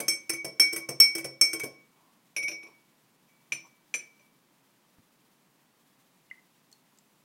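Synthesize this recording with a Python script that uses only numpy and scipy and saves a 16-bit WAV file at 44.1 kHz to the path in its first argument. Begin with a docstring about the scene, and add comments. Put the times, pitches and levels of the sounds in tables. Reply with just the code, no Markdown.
"""A steel spoon stirs a full drinking glass on a kitchen counter: each turn gives a clear clink and damped scuffs.
It is drawn out with soft swishes, tapping the rim; glass and bowl ring higher as the liquid sinks.
A soft bump follows, then three drops into the glass, each a splash and a rising bubble.
Glass and steel are damped modes, with filtered noise for contact. A small quiet room murmurs and hisses."""
import sys
import numpy as np
from scipy import signal
from scipy.fft import rfft, irfft, next_fast_len
from scipy.io import wavfile
from scipy.ndimage import map_coordinates

SR = 44100
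rng = np.random.default_rng(int(sys.argv[2]) if len(sys.argv) > 2 else 0)


def int16_out(signal):
    """Quantize to a 16-bit WAV file."""
    q = np.round(np.clip(np.atleast_2d(signal).T, -1, 1) * 32767)
    wavfile.write(sys.argv[1], SR, q.astype(np.int16))


N = 319409
T = np.arange(SR) / SR  # one second, the length of every single sound

# free blows on the wall: start_s, force_db, low_mode_db
CLINKS = [(0.082, -6.5, -28.5), (0.5973, 1.5, -20), (1.0009, 6.5, -21), (1.4122, 0.5, -23)]
# spoon catches on the wall, slips, catches again: start_s, force_db, slip_s, second_force_db
DRAGS = [(0.294, 0.5, 0.037, -2), (0.727, -2.5, 0.034, 3.5), (1.150, -0.5, .030, 0.5),
         (1.531, 0.5, .065, -2.5)]
# spoon tip meets the thick base: start_s, force_db, high_mode_db
BUMPS = [(0.001, 1.5, -55), (0.445, 0, -36), (0.888, 1, -35.5), (1.243, -1.5, -34), (1.634, -0.5, -43)]
# taps on the rim: start_s, force_db, wall_ring_db, steel_ring_db
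TAPS = [(2.364, 0, -27, -32), (2.428, -8, -25, -40), (2.481, -1.5, -47, -38), (2.515, -9, -35.5, -50.5),
        (2.630, -19.5, -44, -56.5), (2.668, -24, -53.5, -68), (3.285, -48, -64.5, -79),
        (3.521, 0.5, -44, -35.5), (3.655, -42, -66, -65), (3.940, 1, -45.5, -32), (4.195, -36.5, -65, -72)]
# glass wall, two singing modes and then overtones: pitch_hz, level_db, t60_s
GLASS_MODES = [(2255, 0, .55), (5426, 0, .26), (2405, -7, .16), (3208, -13, .09), (4775, -22, .15),
               (5470, -3, .14), (5790, -12, .16), (6160, -4, .12), (6225, 1, .13), (7866, -6, .13),
               (8525, 1, .14), (8715, -4, .18), (10305, -6, .18), (10483, -6, .18), (10660, -8, .13),
               (10960, -15, .15), (11450, -19, .15), (12315, -8, .2), (12443, -9, .2), (13175, -11, .14),
               (13410, -11, .13), (15250, -18, .12)]
# bending of the spoon handle: pitch_hz, level_db, t60_s
HANDLE_MODES = [(331.8, -5, .42), (343.1, -3, 0.15), (440, -10, .22)]
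# worktop under the glass: pitch_hz, level_db, t60_s
COUNTER_MODES = [(138, -1, 0.32), (175.3, -7.5, 0.23), (242, -8, 0.28)]
# relative spectrum of the contact noise: frequency_hz, level_db
CRACK_SPECTRUM = [(100, -50.5), (700, -8), (1100, -3.5), (1500, 7.5), (1750, -3.5), (2300, 10.5),
                  (3000, -3.5), (4000, -9.5), (6200, -1), (7200, -1), (8500, 2), (9400, -12), (12500, -8),
                  (16000, -20)]
# relative spectrum of the dull knock: frequency_hz, level_db
KNOCK_SPECTRUM = [(25, -36.5), (105, -24.5), (132, -2.5), (200, -10), (290, -3.5), (440, 1.5), (610, 0.5),
                  (780, -10), (1300, -20), (3000, -46), (8000, -89.5)]


def amp(db):
    """Decibels to gain."""
    return 10 ** (np.asarray(db) / 20)


def unit(x):
    """Scale to rms 1."""
    return x / np.sqrt(np.mean(x ** 2) + 1e-20)


def along(points, hz):
    """Interpolate (Hz, value) points on a log frequency axis."""
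    point_hz, values = np.transpose(points)
    return np.interp(np.log(hz + 1), np.log(point_hz), values)


def fade(t60_s):
    """Exponential decay, 60 dB down at t60_s."""
    return np.exp(-np.log(1000) * T / t60_s)


def swell(rise_s):
    """Soft start, an exponential approach to 1."""
    return 1 - np.exp(-T / rise_s)


def add(track, start_s, sound):
    """Mix a sound into the track at start_s."""
    start = max(round(start_s * SR), 0)
    track[start:start + len(sound)] += sound[:N - start]


def noise(spectrum, size=SR):
    """Coloured noise of rms 1."""
    hz = np.fft.rfftfreq(size, 1 / SR)
    white = rfft(rng.standard_normal(size))
    return unit(irfft(white * amp(along(spectrum, hz)), size))


def ring(modes, pitch=1, spread_db=2):
    """Damped modes whose balance scatters as the striking spot varies."""
    hz, db, t60_s = np.transpose(modes)[:, :, None]
    t = T[:SR // 2]
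    gain = amp(db + spread_db * rng.standard_normal(db.shape)) / np.linalg.norm(amp(db))
    waves = gain * np.sin(2 * np.pi * hz * pitch * t) * np.exp(-np.log(1000) * t / t60_s)
    return np.pad(waves.sum(0), (0, SR - len(t)))


def chatter(modes, width_hz, t60_s, grain):
    """Steel rattling on glass: tiny uneven impacts into modes that the contact broadens."""
    f = np.fft.rfftfreq(SR, 1 / SR)
    body = sum(amp(db) * 1j * f * width_hz / (hz * hz - f * f + 1j * f * width_hz)
               for hz, db, _ in modes)
    body_rms = np.sqrt(np.mean(abs(body) ** 2))
    # impact strength steps every 30 samples
    sizes = np.exp(grain * rng.standard_normal(SR // 30 + 1)).repeat(30)[:SR]
    impacts = unit(rng.standard_normal(SR) * sizes)
    return irfft(rfft(impacts * fade(t60_s)) * body / body_rms, SR)


def sing(mode, rise_s, twin_db, beat_hz, pitch=1):
    """A mode swells and beats with its twin, as nothing is quite symmetric."""
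    hz, db, t60_s = mode
    phase = 2 * np.pi * hz * pitch * T
    drift = 2 * np.pi * beat_hz * (1 + 0.16 * rng.standard_normal()) * T
    pair = np.sin(phase) + amp(twin_db) * np.sin(phase + drift)
    return amp(db) * pair * fade(t60_s) * swell(rise_s)


def room(x, wet_db, near_db):
    """Add eight early reflections from counter and wall, and a tail whose decay varies with frequency."""
    # tail decay: frequency_hz, t60_s
    tail_decay = [(150, .5), (500, .42), (2300, 0.29), (6000, .28), (14000, 0.12)]
    hz, t, z = signal.stft(rng.standard_normal(SR // 2), SR, nperseg=256)
    decay = np.exp(-np.log(1000) * t / along(tail_decay, hz)[:, None])
    tail = signal.istft(z * decay, SR, nperseg=256)[1]
    tail = np.pad(tail / np.linalg.norm(tail), (SR // 150, 0))
    response = amp(wet_db) * tail
    arrivals = rng.integers(SR // 600, SR // 60, size=8)
    response[arrivals] += amp(near_db) * rng.choice([-1, 1], size=8)
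    return x + signal.fftconvolve(x, response)[:len(x)]


def until_touched(start_s, t60_s=0.039):
    """The next touch of the spoon stops the wall's ring."""
    touches = [row[0] for row in CLINKS + DRAGS + BUMPS + TAPS]
    touches = np.array(touches + [drag_s + slip_s for drag_s, _, slip_s, _ in DRAGS])
    free_s = np.min(touches[touches > start_s] - start_s, initial=1)
    return np.exp(-np.log(1000) * np.maximum(T - free_s, 0) / t60_s)


def clinks():
    """The spoon strikes and rebounds, so the glass rings freely; force goes mostly into the high singing mode."""
    out = np.zeros(N)
    for start_s, force_db, low_db in CLINKS:
        low = amp(low_db) * sing(GLASS_MODES[0], rise_s=0.015, twin_db=-6, beat_hz=2.4)
        # the wall loses energy fast while the steel still touches it
        contact = 1 + amp(-2) * fade(0.05)
        high = sing(GLASS_MODES[1], rise_s=0.003, twin_db=-8.5, beat_hz=3.57)
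        high = amp(-15.5 + force_db) * contact * high
        overtones = amp(-4.0) * ring(GLASS_MODES[2:], spread_db=0.5)
        overtones += amp(1.5) * chatter(GLASS_MODES[2:], width_hz=59, t60_s=0.038, grain=0.37)
        crack = amp(-8) * noise(CRACK_SPECTRUM) * fade(0.026)
        knock = noise(KNOCK_SPECTRUM) * fade(0.075) + amp(-1.5) * ring(HANDLE_MODES)
        knock = amp(-39.5 + 0.25 * force_db) * knock * swell(0.002)
        strike = amp(-18.5 + 0.3 * force_db) * (overtones + crack) + knock
        add(out, start_s, room((low + high) * until_touched(start_s), wet_db=-17.5, near_db=-32))
        add(out, start_s, room(strike, wet_db=-6.0, near_db=-20))
    return out


def scuffs():
    """A drag bends the handle and its second catch is more damped; a bump goes down into the counter."""
    out = np.zeros(N)
    for start_s, force_db, slip_s, second_db in DRAGS:
        add(out, start_s, scuff(start_s, force_db, treble_db=-25.5, low_db=-36.0, high_db=-30.5,
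                                knock_db=-43.0, handle_db=-30.5, beat_hz=7.9))
        second_s = start_s + slip_s
        add(out, second_s, scuff(second_s, second_db, treble_db=-28.5, low_db=-32.0, high_db=-47.5,
                                 knock_db=-47, handle_db=-41.5, beat_hz=11.0))
    for start_s, force_db, high_db in BUMPS:
        add(out, start_s, scuff(start_s, force_db, treble_db=-29.5, low_db=-41.0, high_db=high_db,
                                knock_db=-35.0, handle_db=-48.5, beat_hz=6.5))
    return out


def scuff(start_s, force_db, treble_db, low_db, high_db, knock_db, handle_db, beat_hz):
    """The spoon stays on the wall: it chatters, loads the glass and sets its own handle humming."""
    # spoon pressed to the wall under the liquid: pitch_hz, level_db, t60_s
    wedged_modes = [(1085, -12, 0.41), (1985.5, -9, 0.2), (2408, -7.5, .1), (3210, -14, 0.33),
                    (4740, -16, .2), (5170, -4.5, 0.12), (6200, -1, 0.076), (6100, -3.5, 0.048),
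                    (8350, 0.5, 0.0993), (8680, 5, 0.051), (10130, 1, .13), (10600, -2.5, 0.033),
                    (12700, -1, .12), (12410, -3.5, .1), (13300, -9.5, 0.11), (14130, -13, .12),
                    (15600, -14, .1)]
    low = amp(low_db) * sing(GLASS_MODES[0], rise_s=0.012, twin_db=-5, beat_hz=beat_hz)
    high = sing(GLASS_MODES[1], rise_s=0.001, twin_db=-10, beat_hz=-22, pitch=0.999)
    high = amp(high_db + force_db) * high
    handle = amp(handle_db + force_db) * ring(HANDLE_MODES, spread_db=2.5) * swell(0.0058)
    # every point of contact shifts each mode differently
    detune = 1 + 0.006 * rng.standard_normal((len(wedged_modes), 1))
    drag = chatter(wedged_modes, width_hz=150, t60_s=0.085, grain=0.8)
    rattle = amp(-7) * ring(wedged_modes, pitch=detune, spread_db=5) + amp(-4) * drag
    # uneven slipping, 300 random levels per second, smoothly joined
    slips = np.exp(0.5 * map_coordinates(rng.standard_normal(304), [300 * T]))
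    scrape = amp(-8.0) * noise(CRACK_SPECTRUM) * unit(slips) * fade(0.07)
    knock = noise(KNOCK_SPECTRUM) * fade(0.17) + amp(-8.5) * ring(COUNTER_MODES)
    knock = amp(knock_db) * knock
    singing = room((low + high) * until_touched(start_s) + handle, wet_db=-11.5, near_db=-26.0)
    treble = amp(treble_db) * (rattle + scrape) * until_touched(start_s, t60_s=0.02)
    contact = room((treble + knock) * swell(0.0016), wet_db=-11, near_db=-22.0)
    return singing + amp(force_db) * contact


def taps():
    """The spoon knocks and bounces on the rim; as it leaves, the liquid sinks and glass and bowl ring higher."""
    # spoon bowl clear of the liquid, main mode first: pitch_hz, level_db, t60_s
    bowl_modes = [(5942, 5, 0.13), (4450, -22, 0.21), (6115, -2, 0.071), (6540, -8, 0.044),
                  (7330, -5.5, 0.043), (7461, -16, .15), (8770, -10.5, .13), (8810, -7, 0.2),
                  (10400, -13, 0.098), (10000, -25, .1), (10760, 1.5, 0.053), (12440, -12, .12),
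                  (14130, -14, .13), (15200, -25, .12)]
    # rim stopped by the steel on it: pitch_hz, level_db, t60_s
    clack_modes = [(2169, -7, 0.035), (2366, 0.5, 0.064), (2396, 3, 0.027), (2463, 0.5, 0.03),
                   (2825, -4, 0.023), (2990, -7, 0.018), (3865, -21, 0.027)]
    bounce_s, bounce_scatter = 0.0073, 0.05  # mean spacing; share by which it varies
    crack_spectrum = [(300, -10), (700, -9), (1500, 3), (2400, -5.5), (3800, 1.5), (4800, -5.5),
                      (7000, -2), (15000, -34)]
    tilt_db = [(4500, -7), (7400, 9.5), (10500, -10.5), (15000, -5)]
    out = np.zeros(N)
    for start_s, force_db, ring_db, steel_db in TAPS:
        lifted = lift(start_s)
        low = amp(ring_db) * sing(GLASS_MODES[0], rise_s=0.0094, twin_db=-32, beat_hz=2.6,
                                  pitch=1.001 + 0.02 * lifted)
        high = sing(GLASS_MODES[1], rise_s=0.00074, twin_db=-9, beat_hz=22,
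                    pitch=1.001 + 0.0046 * lifted)
        high = amp(-36 + force_db - 9.6 * lifted) * high
        bowl = sing(bowl_modes[0], rise_s=0.001, twin_db=-10.5, beat_hz=55,
                    pitch=1 - 0.0198 * (1 - lifted))
        bowl = amp(steel_db - 3.5 + 3.8 * lifted) * bowl
        knock = noise(KNOCK_SPECTRUM) * fade(0.16)
        knock += amp(-15.5 + 13.3 * lifted) * ring(COUNTER_MODES)
        knock += amp(-4) * ring(HANDLE_MODES)
        knock = amp(-46.0 + 0.53 * force_db - 4.7 * lifted) * knock * swell(0.0021)
        singing = (low + high) * until_touched(start_s, t60_s=0.044)
        add(out, start_s, room(singing + bowl + knock, wet_db=-8.5, near_db=-19))
        # the contact moves from the neck to the bowl, which changes the balance of its modes
        modes = [(hz, db + (lifted - 0.5) * along(tilt_db, hz), t60_s) for hz, db, t60_s in bowl_modes]
        for bounce in range(3):  # the tap itself, then two bounces
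            rattle = amp(-5.5) * chatter(modes, width_hz=130, t60_s=0.024, grain=0.46) + ring(modes[1:])
            rattle = amp(steel_db - 2.2 * bounce) * rattle * swell(0.0015)
            crack = amp(-17) * noise(crack_spectrum) * fade(0.048)
            # the free bowl clacks harder than the neck, and its bounces die sooner
            clack_db = -22.0 + force_db + 5.3 * lifted - (8.0 + 5.4 * lifted) * bounce
            clack = amp(clack_db) * (ring(clack_modes, spread_db=2.0) + crack) * swell(0.0013)
            flight_s = bounce_s * (1 + bounce_scatter * rng.standard_normal())
            add(out, start_s + flight_s * bounce, room(rattle + clack, wet_db=-10.5, near_db=-21.5))
    return out


def lift(time_s):
    """How far the spoon's bowl is out of the liquid, 0-1."""
    # withdrawal of the spoon: time_s, share_above_liquid
    withdrawal = [(2.6, 0.009), (3.55, 0.98)]
    return np.clip(np.interp(time_s, *np.transpose(withdrawal)), 0, 1)


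def slides():
    """Noise swishes that swell and fade as the spoon slides up through the liquid and over the rim."""
    # Gaussian swishes: centre_s, level_db, half_length_s
    strokes = [(2.045, -69, 0.12), (2.682, -64, 0.059), (3.656, -61, 0.024)]
    spectrum = [(200, -29), (600, -2.5), (850, 6), (1100, 8.0), (1600, -15), (2400, -14),
                (4000, -33), (12000, -27)]
    t = np.arange(N) / SR
    speed = sum(amp(db) * np.exp(-((t - centre_s) / half_s) ** 2) for centre_s, db, half_s in strokes)
    return speed * noise(spectrum, size=N)


def drips():
    """Each drop lands with a faint small bubble, then its cavity closes on the main one."""
    # drops into the glass: main_bubble_s, bubble_db, bubble_start_hz, splash_db
    drops = [(6.312, -28, 2025, -65), (6.727, -45, 4300, -49.5), (6.986, -52.5, 7570, -53)]
    cavity_s = 0.011  # from landing to main bubble
    out = np.zeros(N)
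    for start_s, db, hz, splash_db in drops:
        add(out, start_s - cavity_s, plip(db - 23, 1.4 * hz, splash_db - 6))
        add(out, start_s, plip(db, hz, splash_db))
    return out


def plip(db, start_hz, splash_db):
    """A noise splash and a trapped bubble, a sine whose pitch climbs as it dies."""
    splash_spectrum = [(800, -27.5), (3000, -5), (7500, 9.0), (10000, -2), (15000, -6)]
    glide = 1 + 0.026 * swell(0.0098)
    bubble = np.sin(2 * np.pi * start_hz * np.cumsum(glide) / SR)
    bubble = amp(db) * bubble * fade(0.03) * swell(0.00094)
    splash = amp(splash_db) * noise(splash_spectrum) * fade(0.015)
    return room(bubble + splash, wet_db=-13.0, near_db=-34)


def background():
    """Low room murmur with a slightly flickering hiss, and one soft bump, all filtered noise."""
    # relative spectrum of the room: frequency_hz, level_db
    air_spectrum = [(25, -23.5), (90, -28.5), (130, -5), (210, -2.5), (300, -6), (450, -12), (750, -13),
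                    (1000, -10.5), (1400, -16), (2500, -17), (5000, -21), (9000, -23), (15800, -23.5)]
    bump_spectrum = [(40, -30), (120, 7), (220, 8), (400, -26), (2000, -60)]
    # one random level per 1000 samples, smoothly joined
    flicker = map_coordinates(rng.standard_normal(N // 1000 + 4), [np.arange(N) / 1000])
    air = noise(air_spectrum, size=N)
    hiss = signal.sosfilt(signal.butter(1, 2500, "high", fs=SR, output="sos"), air)
    out = amp(-66.5) * (air + hiss * (amp(1.1 * flicker) - 1))
    add(out, 4.985, amp(-53.0) * noise(bump_spectrum) * fade(0.097))
    return out


def scene():
    """Everything at one close microphone; such small objects radiate little bass."""
    high_pass = signal.butter(1, 90, "high", fs=SR, output="sos")
    spoon = signal.sosfilt(high_pass, clinks() + scuffs() + taps())
    return (spoon + slides() + drips() + background())[None]


def record(dry):
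    """Steep low-pass: the recorder keeps nothing above its band limit."""
    top_hz = 16000
    size = next_fast_len(N + SR // 2)
    hz = np.fft.rfftfreq(size, 1 / SR)
    return irfft(rfft(dry, size) / (1 + (hz / top_hz) ** 160), size)[:, :N]


dry = scene()
out = record(dry)
int16_out(out)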